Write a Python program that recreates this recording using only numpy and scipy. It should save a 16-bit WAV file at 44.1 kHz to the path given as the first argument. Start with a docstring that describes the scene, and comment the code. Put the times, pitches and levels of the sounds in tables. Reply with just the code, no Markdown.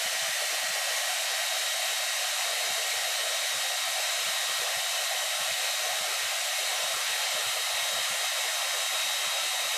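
"""A handheld hair dryer

A dryer runs steadily in a carpeted room, heard in mono from a step away. Turbulent air roars in its
barrel and hisses through its grille. One shaft drives the seven-bladed fan, which adds a thin whine
whose partials swell and fade, and the motor, which buzzes faintly. One short swish passes, and a faint
bass flickers under the rush."""
import sys
import numpy as np
from scipy import signal
from scipy.fft import rfft, irfft, next_fast_len
from scipy.io import wavfile
from scipy.ndimage import uniform_filter1d, map_coordinates

SR = 44100
rng = np.random.default_rng(int(sys.argv[2]) if len(sys.argv) > 2 else 0)


def store_pcm(level_fs):
    """Save levels as 16-bit WAV."""
    pcm = np.round(np.clip(level_fs, -1, 1) * 32767).astype(np.int16)
    wavfile.write(sys.argv[1], SR, np.atleast_2d(pcm).T)


N = 430857


def air_rush(roar_db=-38, hiss_db=-30.5):
    """Turbulent flow radiates broadband noise: roar and hiss add, each wavering slightly in level."""
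    roar, hiss = barrel_roar(), grille_hiss()
    rush = amp(roar_db + 0.25 * wobble(12)) * roar + amp(hiss_db + 0.22 * wobble(12)) * hiss
    rush = drifting_midrange(nozzle_turn(rush))
    return fluttering_edge(rush, edge_hz=492.6, swing_hz=77.4, slope_hz=7.4)


# Broad spectrum of the roar. Each row: frequency in Hz, relative spectral level in dB.
ROAR_SPECTRUM = [(200.0, -42), (320.0, -6), (400.0, -10.5), (490.0, -6.5), (600.0, -2), (780.0, -5),
                 (900.0, -9), (1300.0, -5.5), (1600.0, -7), (2400.0, -32.5), (5000.0, -73)]
# Air resonances of the barrel. Each row: centre in Hz, width in Hz, lift in dB.
BARREL_MODES = [(605, 30, 1.8), (660, 80, 6.2), (705, 25, 2), (738, 24, 8.8), (778, 28, 5.3),
                (852, 26, 7.6), (940, 14, 2), (965, 16, 4), (1028, 22, 6.6), (1087, 19, 8.3), (1208, 45, 4),
                (1262, 18, 3.8), (1316, 20, 7.3), (1356, 13, 6), (1389, 14, 6), (1505, 30, 1.5),
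                (1575, 35, 4.8)]

def barrel_roar():
    """Resonance: the air in the barrel reinforces the flow noise near its natural frequencies."""
    return eddies(noise(ROAR_SPECTRUM, BARREL_MODES), depth_db=1.5, frames=12)


# Broad spectrum of the hiss. Each row: frequency in Hz, relative spectral level in dB.
HISS_SPECTRUM = [(400.0, -80.0), (1000.0, -19.4), (1500.0, -6.3), (1800.0, 0.3), (2600.0, -0.9),
                 (3400.0, -2.3), (4700.0, -3.9), (7000.0, -4.6), (8550.0, -4.6), (8800.0, -8.1),
                 (11800.0, -10.9), (13300.0, -14.4), (14200.0, -18.6), (15400.0, -28.5)]
# Air resonances of the grille and dips between them. Each row: centre in Hz, width in Hz, gain in dB.
GRILLE_MODES = [(1470, 130, -1.3), (1760, 100, 1.3), (2007, 18, 4), (2066, 24, 6), (2160, 55, 3.6),
                (2315, 55, 3.2), (2405, 50, -2), (2495, 50, 1.8), (2610, 40, 1), (2730, 90, 2.7),
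                (2885, 50, -1.5), (2989, 85, 4.6), (3130, 60, 3.8), (3215, 55, 2.3), (3330, 90, -1.8),
                (3619, 95, 3.2), (3950, 90, 2), (4100, 130, 4), (4205, 100, 3.7), (4330, 50, 1.8),
                (4600, 150, .8), (5170, 200, 1.5), (6020, 280, 2.3), (6520, 160, 1.2)]

def grille_hiss():
    """Turbulence at the grille makes bright noise, coloured by resonances and nearby reflections."""
    hiss = reflections(noise(HISS_SPECTRUM, GRILLE_MODES), echo_db=-24, count=4)
    return eddies(hiss, depth_db=1.0, frames=14)


# Drift of the hand that holds the dryer. Each row: time in seconds, sideways shift in metres.
HAND_DRIFT = [(0, 0), (.7, -.01), (1.1, -.04), (1.6, -.05), (2.4, .02), (6.3, .03), (7.8, .055),
              (9.77, .06)]
SOUND_M_PER_S = 343

def reflections(x, echo_db, count):
    """Comb filtering: weak echoes interfere with the direct sound, their delays moving with the hand."""
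    t = np.arange(N) / SR
    shift_m, = curves(HAND_DRIFT)
    paths = zip(rng.uniform(.001, .006, count), rng.uniform(-1, 1, count))
    delays_s = [delay + lean * shift_m / SOUND_M_PER_S for delay, lean in paths]
    echoes = sum(map_coordinates(x, [(t - delay) * SR], mode="mirror") for delay in delays_s)
    return unit(x + amp(echo_db) * echoes)


def eddies(x, depth_db, frames):
    """Random amplitude modulation: eddies swell and thin each narrow band on its own."""
    spectra = signal.stft(x, nperseg=512)[2]
    swell = uniform_filter1d(rng.standard_normal(spectra.shape), size=3, axis=0)  # across frequency
    swell = uniform_filter1d(swell, size=frames, axis=1)  # across time
    return unit(signal.istft(spectra * amp(depth_db * unit(swell)), nperseg=512)[1][:N])


# Bands that change as the nozzle turns. Each row: centre in Hz, width in Hz, gain at full turn in dB.
NOZZLE_BANDS = [(755, 110, -1.2), (1490, 110, -1.8), (2090, 160, 1.8), (2410, 80, -1.8), (2650, 220, 1.7),
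                (2950, 120, -1.5), (3200, 130, 1.5), (4440, 120, -1.5), (4870, 200, -1.8), (5130, 220, 2),
                (5500, 220, -2.5), (6120, 150, 1.3), (6420, 140, -1.5)]
# Aim of the nozzle. Each row: time in seconds, signed share of the full turn.
NOZZLE_AIM = [(0, -.3), (.8, -.6), (2.2, 0), (6.3, .15), (7.4, 1), (9.77, 1)]

def nozzle_turn(x):
    """Directivity: as the nozzle turns, some resonances stand out and the valleys between deepen."""
    turn, = curves(NOZZLE_AIM)
    return x + turn * filtered(x, lambda hz: amp(peaks_db(NOZZLE_BANDS, hz)) - 1)


# Colour of the rush. Each row: time in seconds, low-mid gain in dB, high-mid gain in dB.
MIDRANGE_GAINS = [(0, -1.7, 0), (1.5, -1.5, -0.3), (3.3, -0.9, -1.2), (4.5, -0.4, -1), (5.8, -1.3, -1),
                  (6.9, -0.5, -0.9), (7.5, 1, -1.5), (8.4, 1, -1.5), (9.77, 0.2, -2)]

def drifting_midrange(x):
    """Spectral balance shifts slowly: the lower midrange fills out as the upper thins."""
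    low_mid_db, high_mid_db = curves(MIDRANGE_GAINS)
    x = band_gain(x, low_mid_db, centre_hz=1170, width_hz=650)
    return band_gain(x, high_mid_db, centre_hz=2000, width_hz=1200)


def fluttering_edge(x, edge_hz, swing_hz, slope_hz):
    """High-pass filtering: the roar falls away exponentially below a cutoff that flutters at random."""
    hz, t, spectra = signal.stft(x, SR, nperseg=1024, noverlap=768)
    cutoff_hz = np.interp(t * SR, np.arange(N), edge_hz + swing_hz * wobble(28))
    gain = np.exp(-np.maximum(cutoff_hz - hz[:, None], 0) / slope_hz)
    return signal.istft(spectra * gain, SR, nperseg=1024, noverlap=768)[1][:N]


# Whine as the nozzle turns. Each row: time in seconds, rms levels of blade tone and octave in dB.
WHINE_LEVELS = [(0.0, -44, -45), (0.3, -43.3, -47), (0.7, -43.3, -60), (0.92, -41, -46), (1.2, -44, -39.7),
                (2.5, -45.4, -39.8), (2.85, -45.8, -41), (4.3, -44.8, -38.7), (4.75, -43.8, -40.6),
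                (5.1, -46, -41), (5.85, -46.4, -39.8), (6.5, -45.3, -44.5), (6.8, -46.2, -40.3),
                (7.6, -45.8, -40), (7.95, -45.6, -36.5), (8.12, -45.2, -40.7), (8.6, -44.8, -39),
                (8.9, -47.5, -37.3), (9.25, -47, -37.7), (9.77, -48.8, -37.3)]
# Upper partials of the whine. Each row: multiple of the blade tone, level in dB relative to UPPER_DB.
UPPER_PARTIALS = [(3, 0), (4, 2), (5, -2), (6, -10), (7, -5)]
BLADES, UPPER_DB = 7, -56

def fan_whine(angle):
    """Blades chop the air at the blade-passing frequency; uneven inflow makes each harmonic waver."""
    blade_db, octave_db = curves(WHINE_LEVELS)
    partials = [(1, blade_db + 1.3 * wobble(12)), (2, octave_db + 0.85 * wobble(8))]
    partials += [(k, UPPER_DB + db + 1.9 * wobble(2.0)) for k, db in UPPER_PARTIALS]
    return sum(tone(k * BLADES * angle, db) for k, db in partials)


# Partials of the motor. 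Each row: multiple of the shaft speed, rms level in dB.
MOTOR_PARTIALS = [(4, -60), (5, -64), (11, -64), (29, -60), (30, -62), (31, -66), (32, -64), (34, -62),
                  (36, -66), (37, -65), (39, -65), (41, -64), (45, -66), (47, -66)]

def motor_buzz(angle):
    """Periodic rotation gives a line spectrum: weak, wavering harmonics of the shaft speed."""
    return sum(tone(k * angle, db + 1.2 * wobble(6.9)) for k, db in MOTOR_PARTIALS)


# Motor speed, sagging slightly. Each row: time in seconds, speed in turns per second.
SHAFT_SPEED = [(0, 271.3), (1.3, 271.6), (3.5, 271.32), (6.6, 271.4), (8.9, 271.2), (9.5, 270.9),
               (9.77, 270.87)]

def shaft_angle():
    """Phase is the integral of frequency: the nearly steady speed sums to an angle in radians."""
    speed = curves(SHAFT_SPEED)[0] + 0.034 * wobble(14)
    return 2 * np.pi * np.cumsum(speed) / SR


def swish():
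    """Flow noise of a passing obstacle, probably a cat's paw in the jet: one soft, falling swish."""
    return puff(start=6.62, length=.125, db=-44, from_hz=5000, to_hz=3450, width_hz=900)


# Puffs of bass. Each row: start in seconds, length in seconds, rms level in dB, centre in Hz.
BASS_PUFFS = [(0.043, 0.035, -57, 177), (0.142, 0.04, -66, 232), (0.21, 0.045, -59, 145),
              (0.276, 0.04, -59, 185), (0.615, 0.04, -60, 195), (0.679, 0.042, -59, 180),
              (2.686, 0.048, -58, 184), (2.948, 0.032, -63, 124), (3.534, 0.07, -60, 195),
              (3.88, 0.043, -67, 171), (4.245, 0.062, -59, 151), (4.477, 0.047, -63, 242),
              (4.587, 0.042, -62, 113), (4.756, 0.045, -57, 128), (5.395, 0.041, -58, 178),
              (5.477, 0.065, -59, 140), (5.907, 0.044, -64, 143), (5.996, 0.039, -58, 195),
              (6.23, 0.042, -62, 107), (6.823, 0.046, -62, 172), (6.93, 0.041, -60, 166),
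              (7.081, 0.046, -64, 118), (7.334, 0.036, -58, 200), (7.443, 0.065, -58, 124),
              (7.721, 0.047, -62, 109), (7.803, 0.042, -63, 114), (7.911, 0.12, -59, 150),
              (8.09, 0.052, -57, 185), (9.041, 0.042, -64, 219), (9.26, 0.031, -58, 180),
              (9.403, 0.05, -67, 266), (9.637, 0.052, -64, 213)]

def bass_flicker(width_share):
    """Constant relative bandwidth: the bass flickers in soft puffs of noise, the higher ones wider."""
    return sum(puff(start, length, db, hz, hz, width_share * hz) for start, length, db, hz in BASS_PUFFS)


# Spectrum of the background. Each row: frequency in Hz, relative spectral level in dB.
FLOOR_SPECTRUM = [(20, -4), (70, -2), (130, -9), (400, -9), (2000, -30)]

def noise_floor():
    """Stationary noise, low in pitch and nearly silent, lies under everything."""
    return amp(-107) * noise(FLOOR_SPECTRUM)


def amp(db):
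    """Amplitude ratio of a level in decibels."""
    return 10 ** (np.asarray(db) / 20)


def unit(x):
    """Normalisation to an rms of 1."""
    return x / np.sqrt(np.mean(x ** 2) + 1e-20)


def curves(rows):
    """Linear interpolation: one value per sample for each column after the time."""
    times, *columns = np.transpose(rows)
    return [np.interp(np.arange(N) / SR, times, column) for column in columns]


def wobble(rate):
    """Slow random modulation: a spline through rate random knots a second."""
    return map_coordinates(rng.standard_normal(int(N * rate / SR) + 4), [np.arange(N) * rate / SR])


def tone(phase, db):
    """A sinusoid of rms level db with a random starting phase."""
    return np.sqrt(2) * amp(db) * np.sin(phase + rng.uniform(0, 2 * np.pi))


def peaks_db(resonances, hz):
    """Lorentzian resonance curves, summed in decibels at each frequency."""
    return sum(lift / (1 + (2 * (hz - centre) / width) ** 2) for centre, width, lift in resonances)


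def filtered(x, response):
    """Linear filtering: the spectrum of x is multiplied by a frequency response."""
    size = next_fast_len(N + 8192)
    return irfft(rfft(x, size) * response(np.fft.rfftfreq(size, 1 / SR)), size)[:N]


def band_gain(x, db, centre_hz, width_hz):
    """Equalisation: one broad, flat-topped band rises or falls with a level curve."""
    band = filtered(x, lambda hz: np.exp(-(2 * (hz - centre_hz) / width_hz) ** 4))
    return x + (amp(db) - 1) * band


def noise(spectrum, resonances=()):
    """Source and filter: white noise shaped by a broad spectrum and resonances, at an rms of 1."""
    size = next_fast_len(N + 8192)
    hz = np.fft.rfftfreq(size, 1 / SR)
    points_hz, levels_db = np.transpose(spectrum)
    db = np.interp(np.log(hz + 1), np.log(points_hz), levels_db) + peaks_db(resonances, hz)
    return unit(irfft(rfft(rng.standard_normal(size)) * amp(db), size)[:N])


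def puff(start, length, db, from_hz, to_hz, width_hz):
    """Quadrature modulation of a gliding carrier gives a band of noise that swells and fades once."""
    first, age = round(start * SR), np.arange(round(length * SR)) / SR
    knots = rng.standard_normal((2, 256))
    in_phase, quadrature = (map_coordinates(row, [age * width_hz], mode="mirror") for row in knots)
    phase = 2 * np.pi * np.cumsum(np.linspace(from_hz, to_hz, len(age))) / SR
    band = in_phase * np.cos(phase) + quadrature * np.sin(phase)
    burst = unit(np.sin(np.pi * age / length) * band)
    return np.pad(amp(db) * burst, (max(first, 0), N))[:N]


def scene():
    """Superposition: the sources add into one signal, the same in both channels."""
    angle = shaft_angle()
    mono = air_rush() + swish() + fan_whine(angle) + motor_buzz(angle)
    mono += bass_flicker(width_share=1.0) + noise_floor()
    return np.array([mono, mono])


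TOP_HZ = 15480

def record(dry):
    """Band limiting: an ideal low-pass filter removes everything above TOP_HZ."""
    return np.array([filtered(channel, lambda hz: hz < TOP_HZ) for channel in dry])


dry = scene()
out = record(dry)
store_pcm(out)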